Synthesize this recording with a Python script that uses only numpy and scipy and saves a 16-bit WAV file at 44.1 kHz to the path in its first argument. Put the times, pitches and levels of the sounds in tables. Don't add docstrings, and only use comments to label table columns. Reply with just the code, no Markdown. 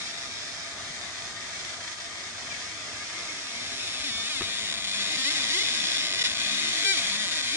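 import sys
import numpy as np
from scipy import signal
from scipy.fft import rfft, irfft, next_fast_len
from scipy.io import wavfile
from scipy.ndimage import uniform_filter1d, map_coordinates

SR = 44100
rng = np.random.default_rng(int(sys.argv[2]) if len(sys.argv) > 2 else 0)


def volts_from_decibels(level):
    exponent = np.asarray(level, float) / 20
    return 10 ** exponent


def bounce(signal):
    frames = np.transpose(np.atleast_2d(signal))
    limited = np.clip(frames, -1, 1)
    pcm = np.round(limited * 32767).astype(np.int16)
    wavfile.write(sys.argv[1], SR, pcm)


N = 333396

# time in seconds, level in dB.
BURN_DB = [(0, -36.5), (.6, -39.5), (1.2, -38.5), (1.7, -40), (2.2, -39), (2.7, -40), (3.2, -37),
           (3.8, -35.5), (4.2, -34.5), (4.7, -33), (5, -30), (5.4, -29), (5.9, -28.5), (6.2, -29),
           (6.6, -28), (6.9, -28), (7.2, -30.5), (7.56, -29)]
# time in seconds, share from 0 to 1.
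NEARNESS = [(0, 0.33), (.55, 0.13), (.7, 0.09), (3, 0.05), (3.8, 0.59), (4.2, 0.71), (4.8, 0.87),
            (5.1, 0.65), (5.9, 0.66), (6.05, 0.73), (6.35, 0.66), (6.5, 0.66), (7.56, 0.67)]
# middle in seconds, length in seconds.
JUMPS = [(4.034, 0.0015), (4.29, 0.0015), (4.72, .002), (4.736, .0025), (4.762, 0.0024), (4.865, 0.0036),
         (5.299, 0.0034), (5.978, .003), (6.089, .003), (6.1113, .004), (6.122, .003), (6.133, 0.0038),
         (6.154, 0.0035), (6.2334, 0.0072), (6.314, 0.002), (6.344, 0.0027), (6.504, 0.0016), (7.064, .003),
         (7.421, 0.0036)]
# frequency in Hz, level in dB.
NEAR_LEFT_DB = [(400, -16), (800, -24), (1300, -22), (2000, -1.4), (2400, -0.1), (2850, -5.5), (3520, 4),
                (4050, -3), (5200, -7.5), (5950, -15), (6650, -6), (7800, -18), (9000, -21.5), (10100, -12)]
NEAR_RIGHT_DB = [(400, -15), (800, -24), (1300, -31.5), (2000, -7), (2400, -10.5), (2850, -10), (3520, -3),
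                 (4200, -3.5), (5200, -3), (5900, -9.5), (6650, -6), (7800, -15), (9000, -15.5),
                 (10100, -15)]
# frequency in Hz, level in dB.
FAR_LEFT_DB = [(400, -16.5), (800, -27.5), (1300, -16.5), (2000, -4), (2400, -7), (2850, -11.5),
               (3600, -10.5), (4400, -14.5), (5200, -18), (5900, -25), (6650, -20.5), (7800, -27.5),
               (9000, -31.5), (10100, -41.5)]
FAR_RIGHT_DB = [(400, -19), (800, -20.5), (1300, -20), (2000, -14), (2400, -16.5), (2850, -14.5),
                (3600, -17.5), (4400, -12), (5200, -12), (5900, -13), (6650, -15.5), (7800, -23.5),
                (9000, -29.5), (10100, -33.5)]
# frequency in Hz, lead in radians.
NEAR_LEAD_RAD = [(0, 1.5), (1550, 0), (2330, -1), (3450, -2.5), (4390, -2), (5510, -4), (5770, -3.5),
                 (6370, -1), (7150, -5.5), (7670, -4), (8350, -5), (9390, -3), (10200, -7.5), (11000, -38)]
FAR_LEAD_RAD = [(0, -3), (950, 0), (1550, -1), (2150, 2.35), (2410, -8.5), (3100, -1.5), (4130, -3.5),
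                (5430, -7.5), (5860, -4), (6800, -7.5), (7580, -7.5), (8700, -12), (11000, 3.5)]
# frequency in Hz, density in dB per Hz.
FAN_AIR_DB = [(13, -48), (22, -30), (38, -15), (80, -1), (140, -7), (256, -7.5), (443, -7.5), (677, -4.5),
              (860, -7), (1210, -4.5), (1500, -4.5), (1950, -28), (3300, -120)]
# frequency in Hz, likeness from 0 to 1.
FAN_LIKENESS = [(40, 0.31), (130, 0.76), (300, 0.98), (1200, 0.56)]
# frequency in Hz, width in Hz, level in dB.
FAN_LINES = [(104, 6.1, -4), (621, 6.1, -2), (680.6, 9.8, 0.5), (1218.6, 18.5, 0), (1560, 110, -12)]
# time in seconds, level in dB, body resonance in Hz.
STRAP_KNOCKS = [
    (0.901, -42, 160),
    (4.0, -47, 70),
    (4.11, -46, 120),
    (4.16, -44, 80),
    (4.4094, -27, 340),
    (4.418, -28, 407),
    (4.43, -39, 95),
    (4.63, -46, 90),
    (6.31, -47, 80),
]
# frequency in Hz, level in dB.
WALLS_DB = [(300, -6.5), (1500, -6), (5000, -0.5), (10000, 10.5)]
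# time in seconds, edges crossed per second.
EDGES_PER_S = [(0, 1100), (4.6, 1140), (4.8, 780), (4.95, 1056), (6.04, 1010), (6.09, 456), (6.17, 604),
               (6.2, 1070), (6.27, 700), (6.3, 690), (6.4, 850), (6.5, 775), (6.83, 1000), (6.85, 940),
               (6.94, 920), (7, 950), (7.44, 724), (7.56, 940)]
# delay in ms, level in dB.
FACE_ECHOES = [(1.1, -8), (3.1, -12), (5.3, -8.5), (8.2, -10.5)]
# time in seconds, centre in Hz, gain in dB.
BODY_SHADE = [(0, 9100, 0), (.5, 8100, -7), (1.1, 8600, -10), (1.7, 9400, -14), (2.6, 9900, -10),
              (3.3, 9500, 0), (4, 9000, 9), (4.7, 8400, 0), (5.2, 8300, -6), (6, 8400, -16),
              (6.5, 8400, -8), (7.56, 8240, -5)]
# time in seconds, sweep rate in Hz, outline change per sweep from 0 to 1.
FILLS = [(0, 134.6, 0.47), (1.4, 125.6, 0.4), (2.1, 69.8, 0.48), (2.45, 133.9, 0.32), (2.9, 85.03, 0.22),
         (3.2, 115.6, 0.41), (3.5, 84.8, 0.23), (3.55, 121.7, 0.18), (4, 139.2, 0.31), (4.45, 105.5, 0.29),
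         (4.67, 96.5, 0.2), (4.78, 47.92, 0.56), (5.92, 62.56, 0.24), (6.35, 54.13, 0.41),
         (6.49, 69.74, 0.2), (6.7, 78.16, 0.19), (7.48, 112.4, 0.24), (7.56, 151.9, 0.1)]
# start in seconds, length in seconds, first sweep rate in Hz, last in Hz, outline change from 0 to 1.
SMALL_FIGURES = [(1.531, 0.5, 389.8, 310.7, 0.46), (2.478, 0.19, 230.8, 261.4, 0.35),
                 (3.81, 0.069, 374, 366.3, 0.22), (4.04, 0.027, 311, 300, 0.06),
                 (4.055, 0.055, 300, 223.3, 0.07), (4.11, 0.13, 223.9, 225, 0.15),
                 (4.241, 0.053, 223.9, 249.8, 0.17), (4.296, .02, 308.3, 303, 0.27),
                 (4.315, 0.097, 306.4, 242.5, 0.14), (4.937, 0.22, 96.23, 103.4, 0.19),
                 (5.173, 0.066, 263.5, 263.3, 0.1), (5.242, 0.068, 262.6, 318.8, 0.07),
                 (5.311, 0.13, 178.1, 128.1, 0.19), (5.436, 0.057, 112.3, 109.8, 0.18),
                 (5.499, 0.023, 317.3, 312.1, 0.18), (5.526, 0.075, 314, 425, 0.09),
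                 (5.605, 0.023, 427.8, 430.5, 0.09), (5.627, 0.19, 98.96, 72.4, 0.27),
                 (5.967, 0.16, 75.77, 47.2, 0.4), (6.19, 0.08, 480, 468.4, 0.26),
                 (6.728, .11, 104.4, 98.85, 0.22), (6.848, .07, 391.2, 388.8, 0.055),
                 (6.918, .025, 388.9, 362.1, 0.08), (6.944, 0.073, 361, 222.3, 0.18),
                 (7.014, 0.047, 208.5, 205.9, 0.24), (7.067, 0.05, 289.9, 191, 0.16),
                 (7.115, .016, 192.2, 198.3, 0.23), (7.131, 0.0347, 198.6, 209.4, 0.2),
                 (7.165, 0.063, 213.3, 217.2, .16), (7.228, 0.095, 213.5, 149.6, 0.27),
                 (7.332, .14, 172.3, 116, 0.17), (7.48, .08, 111.6, 151.7, 0.08)]
# time in seconds, dip in dB.
SPARSE_DIPS = [(.14, 2.5), (.29, 4), (.52, 1), (.75, 3), (1.11, 1.5), (1.33, 3), (1.5, 0), (1.78, 4.5),
               (1.957, 6.5), (2.092, 2.5), (2.32, 3), (2.46, 0.5), (3.07, 0.5), (4.48, 0), (4.62, 0),
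               (4.81, 3), (5.09, 0.5), (5.47, 2), (6.195, 1), (6.258, -0.5), (6.33, 1.5), (6.72, 0),
               (7.43, 1.5)]
# start in seconds, stroke count.
SWEEP_STROKES = [(0, 2), (1.53, 1), (1.96, 4), (2.3, 3), (2.4, 2), (2.48, 1), (2.68, 3), (3.525, 2),
                 (3.81, 2), (3.88, 2), (4.04, 1), (4.415, 2), (4.72, 4), (4.94, 2), (5.09, 3), (5.17, 1),
                 (5.31, 2), (5.5, 1), (5.627, 3), (5.87, 5), (5.97, 4), (6.04, 6), (6.195, 1), (6.275, 4),
                 (6.45, 3), (6.85, 1), (7.275, 2)]
# start in seconds, length in seconds, second edge as share of the sweep, its level in dB.
TWO_EDGE_BARS = [
    (4.04, .375, .385, -2),
    (5.171, .137, .564, -3),
    (5.5, .07, .33, -3),
    (5.57, .057, .415, -2),
    (6.849, .12, .518, -4),
    (7.165, .14, .125, -11),
]
# start in seconds, length in seconds, first pitch in Hz, last in Hz, dB over the snaps.
TEETH_ROWS = [
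    (2.497, 0.056, 2445, 2140, -5.5),
    (3, 0.06, 2200, 2240, -13),
    (3.15, 0.19, 2135, 2140, -10),
    (3.43, 0.16, 2215, 2150, -14.5),
    (3.56, 0.081, 2135, 2345, -21),
    (3.602, 0.12, 1990, 2240, -14),
    (5.447, 0.025, 2300, 2280, -9),
    (5.385, 0.081, 2440, 2150, -18),
]
# time in seconds, dB over the snaps.
HARD_SNAPS = [(4.724, 13), (4.7617, 16), (4.8485, 16), (4.866, 13), (4.9747, 16), (5.9968, 14),
              (6.0028, 15), (6.0156, 13), (6.0266, 14), (6.0337, 13), (6.0376, 15), (6.0423, 15),
              (6.05, 14), (6.0588, 14), (6.0671, 13), (6.076, 13), (6.0827, 13), (6.0942, 15), (6.1044, 15),
              (6.107, 15), (6.1141, 16), (6.1247, 16), (6.1271, 18), (6.1305, 13), (6.136, 14),
              (6.1464, 17), (6.1491, 16), (6.157, 15), (6.1713, 13), (6.1767, 13), (6.1893, 15),
              (6.2125, 16), (6.2274, 14), (6.2398, 12), (6.2465, 14), (6.2825, 15), (6.2879, 13),
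              (6.2962, 13), (6.3053, 15), (6.3127, 17), (6.3276, 14), (6.3401, 13), (6.3468, 14),
              (6.3582, 14), (6.3655, 14), (7.099, 19)]
# time in seconds, delay in ms, share.
TABLE_ECHO = [(0, 1.98, 0.17), (4.2, 2.1, 0.19), (4.6, 2.3, 0.32), (5.1, 2.19, 0.33), (6.2, 2.23, 0.57),
              (6.9, 2.25, 0.44), (7.56, 2.31, 0.57)]
# time in seconds, level in dB.
FAN_LINE_FADE_DB = [(0, 0), (4.2, -0.5), (5, -1.5), (7.56, 1)]
# time in seconds, centre in Hz, gain in dB.
LEFT_CAVITY = [(0, 3900, 3.5), (.8, 3600, 3), (1.7, 3440, 2.5), (2.7, 3368, 3), (3.4, 3693, -1),
               (4.3, 3760, 2), (5.2, 3830, 2.5), (6, 3701, 3.5), (6.8, 3690, 1), (7.56, 3653, -1)]
# time in seconds, centre in Hz, gain in dB.
RIGHT_CAVITY = [(0, 5300, 6), (.55, 5300, 7), (.75, 5400, 0.5), (2.8, 5400, 2.5), (3.3, 5400, 4.5),
                (4.1, 5400, 5), (4.5, 5319, -1), (4.9, 5300, -1), (5.2, 5202, 3), (6.2, 5395, 6),
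                (6.4, 5210, -0.5), (7.56, 5101, -0.5)]
# time in seconds, advance in microseconds.
RIGHT_EARLY_US = [(0, 11), (1, 18), (2, 10), (3, 1), (3.9, 5), (4.1, 4.5), (4.85, 25), (5.1, 15), (6.2, 19),
                  (7, 12), (7.56, 11.5)]
# time in seconds, level in dB.
DRIVE_LOAD_DB = [(0, -1), (3.8, 1.5), (4.2, -1.5), (4.9, -0.5), (5.15, -1.5), (5.4, -0.5), (5.6, -1),
                 (5.75, -0.5), (5.9, 0), (6.25, -3), (6.45, -4), (6.55, -1.5), (6.75, -2.5), (6.9, -1),
                 (7.1, -3.5), (7.2, 1), (7.4, -6.5), (7.56, 0.5)]
# time in seconds, centre in Hz, gain in dB.
BODY_PATH = [(0, 2770, -2), (1, 2750, -8), (2, 2740, -7), (3, 2720, -2.5), (3.8, 2747, 1), (4.4, 2700, 1.5),
             (5, 3002, -1), (6, 2853, 1.5), (7.56, 2800, -4.5)]

ENTRY_DB = 3
BAR_EDGES = 2.3
DARK_S, DARK_DB = .0025, 9


def unit(x):
    return x / np.sqrt(np.mean(x ** 2) + 1e-20)


def along(points, hz):
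    f, v = np.transpose(points)
    return np.interp(np.log(hz + 1), np.log(f + 1), v)


def curves(rows):
    s, *cols = np.transpose(rows)
    return [np.interp(np.arange(N) / SR, s, c) for c in cols]


def span(start_s, length_s):
    return slice(round(start_s * SR), round((start_s + length_s) * SR))


def wobble(rate_hz):
    knots = rng.standard_normal(int(N * rate_hz / SR) + 4)
    return map_coordinates(knots, [np.arange(N) * rate_hz / SR])


def filtered(x, response):
    m = 2 * next_fast_len(N // 2 + 4096)
    return irfft(rfft(x, m) * response(np.fft.rfftfreq(m, 1 / SR)), m)[..., :N]


def causal(gain):
    cepstrum = irfft(np.log(gain + 1e-6))
    cepstrum[1:len(gain) - 1] *= 2
    cepstrum[len(gain):] = 0
    return np.exp(1j * rfft(cepstrum).imag)


def drawing():
    rate, change = curves(FILLS)
    rate = rate * (1 + .04 * wobble(9))
    change = change * (1 + .3 * wobble(12))
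    for s, length_s, first_hz, last_hz, unrest in SMALL_FIGURES:
        inside = span(s, length_s)
        rate[inside] = 1 / np.linspace(1 / first_hz, 1 / last_hz, inside.stop - inside.start)
        change[inside] = unrest
    rate = uniform_filter1d(rate * (1 + .003 * wobble(30)), SR // 200)
    pace_db = uniform_filter1d(1.17 * np.log2(rate / 100), SR // 24)
    t = np.linspace(0, N / SR, num=N // 64)
    half_width_s = 0.028
    dips_db = sum(db * np.exp(-((t - s) / half_width_s) ** 2) for s, db in SPARSE_DIPS)
    lull_db, = curves(np.transpose([t, dips_db]))
    steady_db = 8 * uniform_filter1d(np.clip(1 - 12 * change, 0, 1), SR // 100)
    return rate, np.clip(change, 0, 1), curves(BURN_DB)[0] + pace_db - lull_db + steady_db


def snaps(rate, change):
    shift, size_db, turn_s = 0.303, 4.5, 0.001318
    sweeps = np.cumsum(rate) / SR
    starts = np.flatnonzero(np.diff(np.floor(sweeps), prepend=-1))
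    exact = (starts - (sweeps[starts] % 1) * SR / rate[starts])[:, None]
    period = 1 / rate[starts][:, None]
    count = np.clip(curves(EDGES_PER_S)[0][starts][:, None] * period, 1, 32)
    edge = np.arange(32)
    place = sum(((edge >> bit) & 1) / 2 ** (bit + 1) for bit in range(5))

    bar, second = np.zeros((2, len(starts), 1))
    for s, length_s, share, db in TWO_EDGE_BARS:
        inside = (starts >= s * SR) & (starts < (s + length_s) * SR)
        bar[inside], second[inside] = share * period[inside], volts_from_decibels(db + ENTRY_DB)
    count = np.where(bar > 0, BAR_EDGES, count)
    bar_edge = (bar > 0) & (edge < 2)

    path = np.cumsum(np.clip(change[starts], 0, 1))
    drift = rng.standard_normal((2, 1500, 32))
    step, part = path.astype(int) % 1499, (path % 1)[:, None]
    moved, size = (1 - part) * drift[:, step] + part * drift[:, step + 1]
    uneven = np.clip(5 * change[starts], 0, 1)[:, None]

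    marking_s = period - np.clip(0.1978 * (period - .005), 0, turn_s)
    at = exact + SR * marking_s * ((place + shift * uneven * moved / count) % 1)
    at = np.where(bar_edge, exact + SR * bar * edge, at)
    jitter_s = 1.6e-5 * (0.22 + 0.6 * uneven) * np.where(bar > 0, .5, 1)
    at = at + SR * jitter_s * rng.standard_normal(at.shape)

    size = np.where(bar_edge, 0.18 * size, size)
    edge_db = size_db * np.clip(size, -2, 1.5) * (0.62 + 0.31 * uneven) + ENTRY_DB * (edge == 0)
    strength = volts_from_decibels(edge_db) * np.clip(count - edge, 0, 1)
    strength = np.where((bar > 0) & (edge == 1), second * strength, strength)
    for s, length_s in JUMPS:
        strength = strength * (np.abs(at / SR - s) > length_s / 2)
    train = impulses(at[strength > 0], strength[strength > 0])
    return train / np.sqrt(np.abs(uniform_filter1d(train ** 2, SR // 16)) + 1e-9)


def impulses(at, strength):
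    taps = np.floor(at)[..., None] + np.arange(-7, 9)
    offset = taps - at[..., None]
    weights = strength[..., None] * np.sinc(offset) * np.cos(offset * np.pi / 16) ** 2
    return np.bincount(np.clip(taps, 0, N).astype(int).ravel(), weights.ravel(), N + 1)[:N]


def ports(x, left, right, lead):
    def response(hz):
        bass = hz ** 4 / (hz ** 4 + 330 ** 4)
        gains = volts_from_decibels([along(left, hz), along(right, hz)]) * bass
        lag = np.exp(-1j * np.interp(hz, *np.transpose(lead)))
        return gains * causal(gains[0]) * [np.ones(len(hz)), lag]
    return unit(filtered(x, response))


def room(level_db):
    def response(hz):
        return volts_from_decibels([along(FAR_LEFT_DB, hz), along(FAR_RIGHT_DB, hz)]) * volts_from_decibels(along(WALLS_DB, hz))
    wash = filtered(rng.standard_normal((2, N)), response)
    power = volts_from_decibels(2 * level_db)
    lag_samples = 1800
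    lingering = signal.lfilter([1 / lag_samples], [1, 1 / lag_samples - 1], power, zi=[power[0]])[0]
    return np.sqrt(lingering) * unit(wash)


def faces(x, sway_ms, share):
    now = np.arange(N)

    def echo(port, ms):
        delay_ms = np.abs(ms + sway_ms * wobble(6))
        return np.interp(now - delay_ms * SR / 1000, now, port)
    return x + share * [sum(volts_from_decibels(db) * echo(port, ms) for ms, db in FACE_ECHOES) for port in x]


def table_top(x):
    ms, share = curves(TABLE_ECHO)
    top_hz = 2200
    dull = filtered(x, lambda hz: 1 / (1 + (hz / top_hz) ** 2))
    return x - share * np.interp(np.arange(N) - ms * SR / 1000, np.arange(N), dull)


def shell_ring(x):
    ring_hz, width_hz, ring_db = 3600, 420, 2

    def response(hz):
        damping = 1j * hz * width_hz
        return 1 + (volts_from_decibels(ring_db) - 1) * damping / (ring_hz ** 2 - hz ** 2 + damping)
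    return filtered(x, response)


def laser(rate, change, level_db):
    near = np.clip(curves(NEARNESS)[0], 0, 1)
    steady = np.clip(1 - 6 * change, 0, 1)
    train = snaps(rate, change)
    glow = np.sqrt(np.abs(uniform_filter1d(train ** 2, 60)))
    hiss_db = -13 - 8 * steady
    spark = train + volts_from_decibels(hiss_db) * glow * rng.standard_normal(N)

    dim_db = np.zeros(N)
    for s, _ in HARD_SNAPS:
        dim_db[span(s - DARK_S, 1.25 * DARK_S)] = DARK_DB
    spark = -(spark * volts_from_decibels(-dim_db) + accents())
    close = ports(shell_ring(spark), NEAR_LEFT_DB, NEAR_RIGHT_DB, NEAR_LEAD_RAD)
    distant = ports(spark, FAR_LEFT_DB, FAR_RIGHT_DB, FAR_LEAD_RAD)
    direct = volts_from_decibels(level_db) * (volts_from_decibels(4.0) * near * close + volts_from_decibels(-1.06) * (1 - near) * distant)

    room_dim_db = uniform_filter1d(dim_db, SR // 40)
    heard = faces(direct, sway_ms=0.13, share=(1 - 0.57 * near) * volts_from_decibels(-room_dim_db))
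    calm_db = 6 * steady
    heard = heard + room(level_db - 0.5 - 7 * near - calm_db - room_dim_db)

    dark = np.zeros(N)
    for s, length_s in JUMPS:
        dark[span(s - length_s / 2, length_s)] = 1
    hush = volts_from_decibels(-10 * near * uniform_filter1d(dark, SR // 800))
    return hush * [table_top(port) for port in heard]


def mirrors(rate, change, level_db):
    mount_hz = 480
    s, count = np.transpose(SWEEP_STROKES)
    strokes = count[np.searchsorted(s, np.arange(N) / SR, side="right") - 1]

    def voice(multiple):
        pitch_hz = uniform_filter1d(multiple * rate, SR // 60) * (1 + 0.02977 * wobble(40))
        phase = 2 * np.pi * np.cumsum(pitch_hz) / SR + 0.28 * wobble(5.3) * np.array([[1], [-1]])
        return np.sin(phase) / (1 + (pitch_hz / mount_hz) ** 6)
    upper = sum(volts_from_decibels(-7 + 3.0 * wobble(5.6)) * voice(strokes + k) for k in (1, 2))
    upper_share = uniform_filter1d(np.where(strokes > 1, 1, .25), SR // 50)
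    tone = voice(strokes) + upper_share * upper
    blur_db = 13.5 * uniform_filter1d(change, SR // 50)
    hum_db = level_db - 14.5 + curves(DRIVE_LOAD_DB)[0] - blur_db + 1.7 * wobble(30)
    return volts_from_decibels(hum_db) * tone * volts_from_decibels([[.7], [-.7]])


def fans():
    def pair(gain):
        def response(hz):
            turn = np.arccos(np.clip(along(FAN_LIKENESS, hz), -1, 1)) / 2
            return gain(hz) * [np.cos(turn), np.sin(turn)]
        return unit(filtered(rng.standard_normal((2, N)), response))

    def lines(hz):
        return sum(volts_from_decibels(db) * np.exp(-((hz - centre_hz) / width_hz) ** 2)
                   for centre_hz, width_hz, db in FAN_LINES)
    air = volts_from_decibels(-51.5 + 1.17 * wobble(8.7)) * pair(lambda hz: volts_from_decibels(along(FAN_AIR_DB, hz)))
    air = air + volts_from_decibels(-55.5 + curves(FAN_LINE_FADE_DB)[0]) * pair(lines)
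    return np.array([air[0] + air[1], air[0] - air[1]]) * volts_from_decibels([[1.1], [-1.1]])


def knocks():
    out, t = np.zeros(N + SR), np.arange(SR // 10) / SR
    shell = sum(gain * np.sin(2 * np.pi * hz * t) for hz, gain in ((1250, 1.2), (1800, 1.1), (2650, 0.58)))
    tick = shell * volts_from_decibels(-60 * t / 0.019)
    for s, db, body_hz in STRAP_KNOCKS:
        body = np.sin(2 * np.pi * body_hz * t) * volts_from_decibels(-60 * t * body_hz / 12.6)
        out[round(s * SR):][:len(t)] += volts_from_decibels(db) * (body + 0.0023 * body_hz * tick)
    return out[:N] * volts_from_decibels([[1.5], [-1.5]])


def accents():
    out, waver = np.zeros(N), 1 + 0.0085 * wobble(55)
    for s, length_s, first_hz, last_hz, db in TEETH_ROWS:
        inside = span(s, length_s)
        part = np.linspace(0, 1, num=inside.stop - inside.start)
        pitch_hz = (first_hz + (last_hz - first_hz) * part) * waver[inside]
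        swell = np.sqrt(np.abs(np.sin(np.pi * part)))
        out[inside] += volts_from_decibels(db) * swell * np.sin(2 * np.pi * np.cumsum(pitch_hz) / SR)
    cold_db = 6
    for s, db in HARD_SNAPS:
        out[round(s * SR) + np.array([0, 19, 44])] += volts_from_decibels(db + cold_db) * np.array([1, .3, .2])
    return out


def scene():
    rate, change, level_db = drawing()
    clear = uniform_filter1d(np.clip(1.6 - 12 * change, 0, 1), SR // 20) * np.clip(level_db + 33, 0, 4) / 4
    ducked = volts_from_decibels(-0.011 * (level_db - level_db.mean()) - 11 * clear)
    air = np.array([table_top(port) for port in fans()])
    return laser(rate, change, level_db) + mirrors(rate, change, level_db) + ducked * air + knocks()


def shade(port, bands, early_us):
    hz, t, z = signal.stft(port, SR, nperseg=256)
    for track, width_hz in bands:
        s, centre_hz, db = np.transpose(track)
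        bell = np.exp(-((hz[:, None] - np.interp(t, s, centre_hz)) / width_hz) ** 2)
        z = z * volts_from_decibels(np.interp(t, s, db) * bell)
    advance_s = np.interp(t, *np.transpose(early_us)) / 1e6
    z = z * np.exp(2j * np.pi * hz[:, None] * advance_s)
    return signal.istft(z, SR, nperseg=256)[1][:N]


def low_pass(x):
    return signal.sosfilt(signal.butter(12, 11470, fs=SR, output="sos"), x)


def record(dry):
    left = shade(dry[0], [(BODY_SHADE, 400), (LEFT_CAVITY, 330), (BODY_PATH, 220)], [(0, 0.009)])
    right = shade(dry[1], [(RIGHT_CAVITY, 450), (BODY_PATH, 220)], RIGHT_EARLY_US)
    top_hz = 10260
    mix = filtered(np.array([left, right]), lambda hz: hz < top_hz)
    return low_pass(mix)


dry = scene()
out = record(dry)
bounce(out)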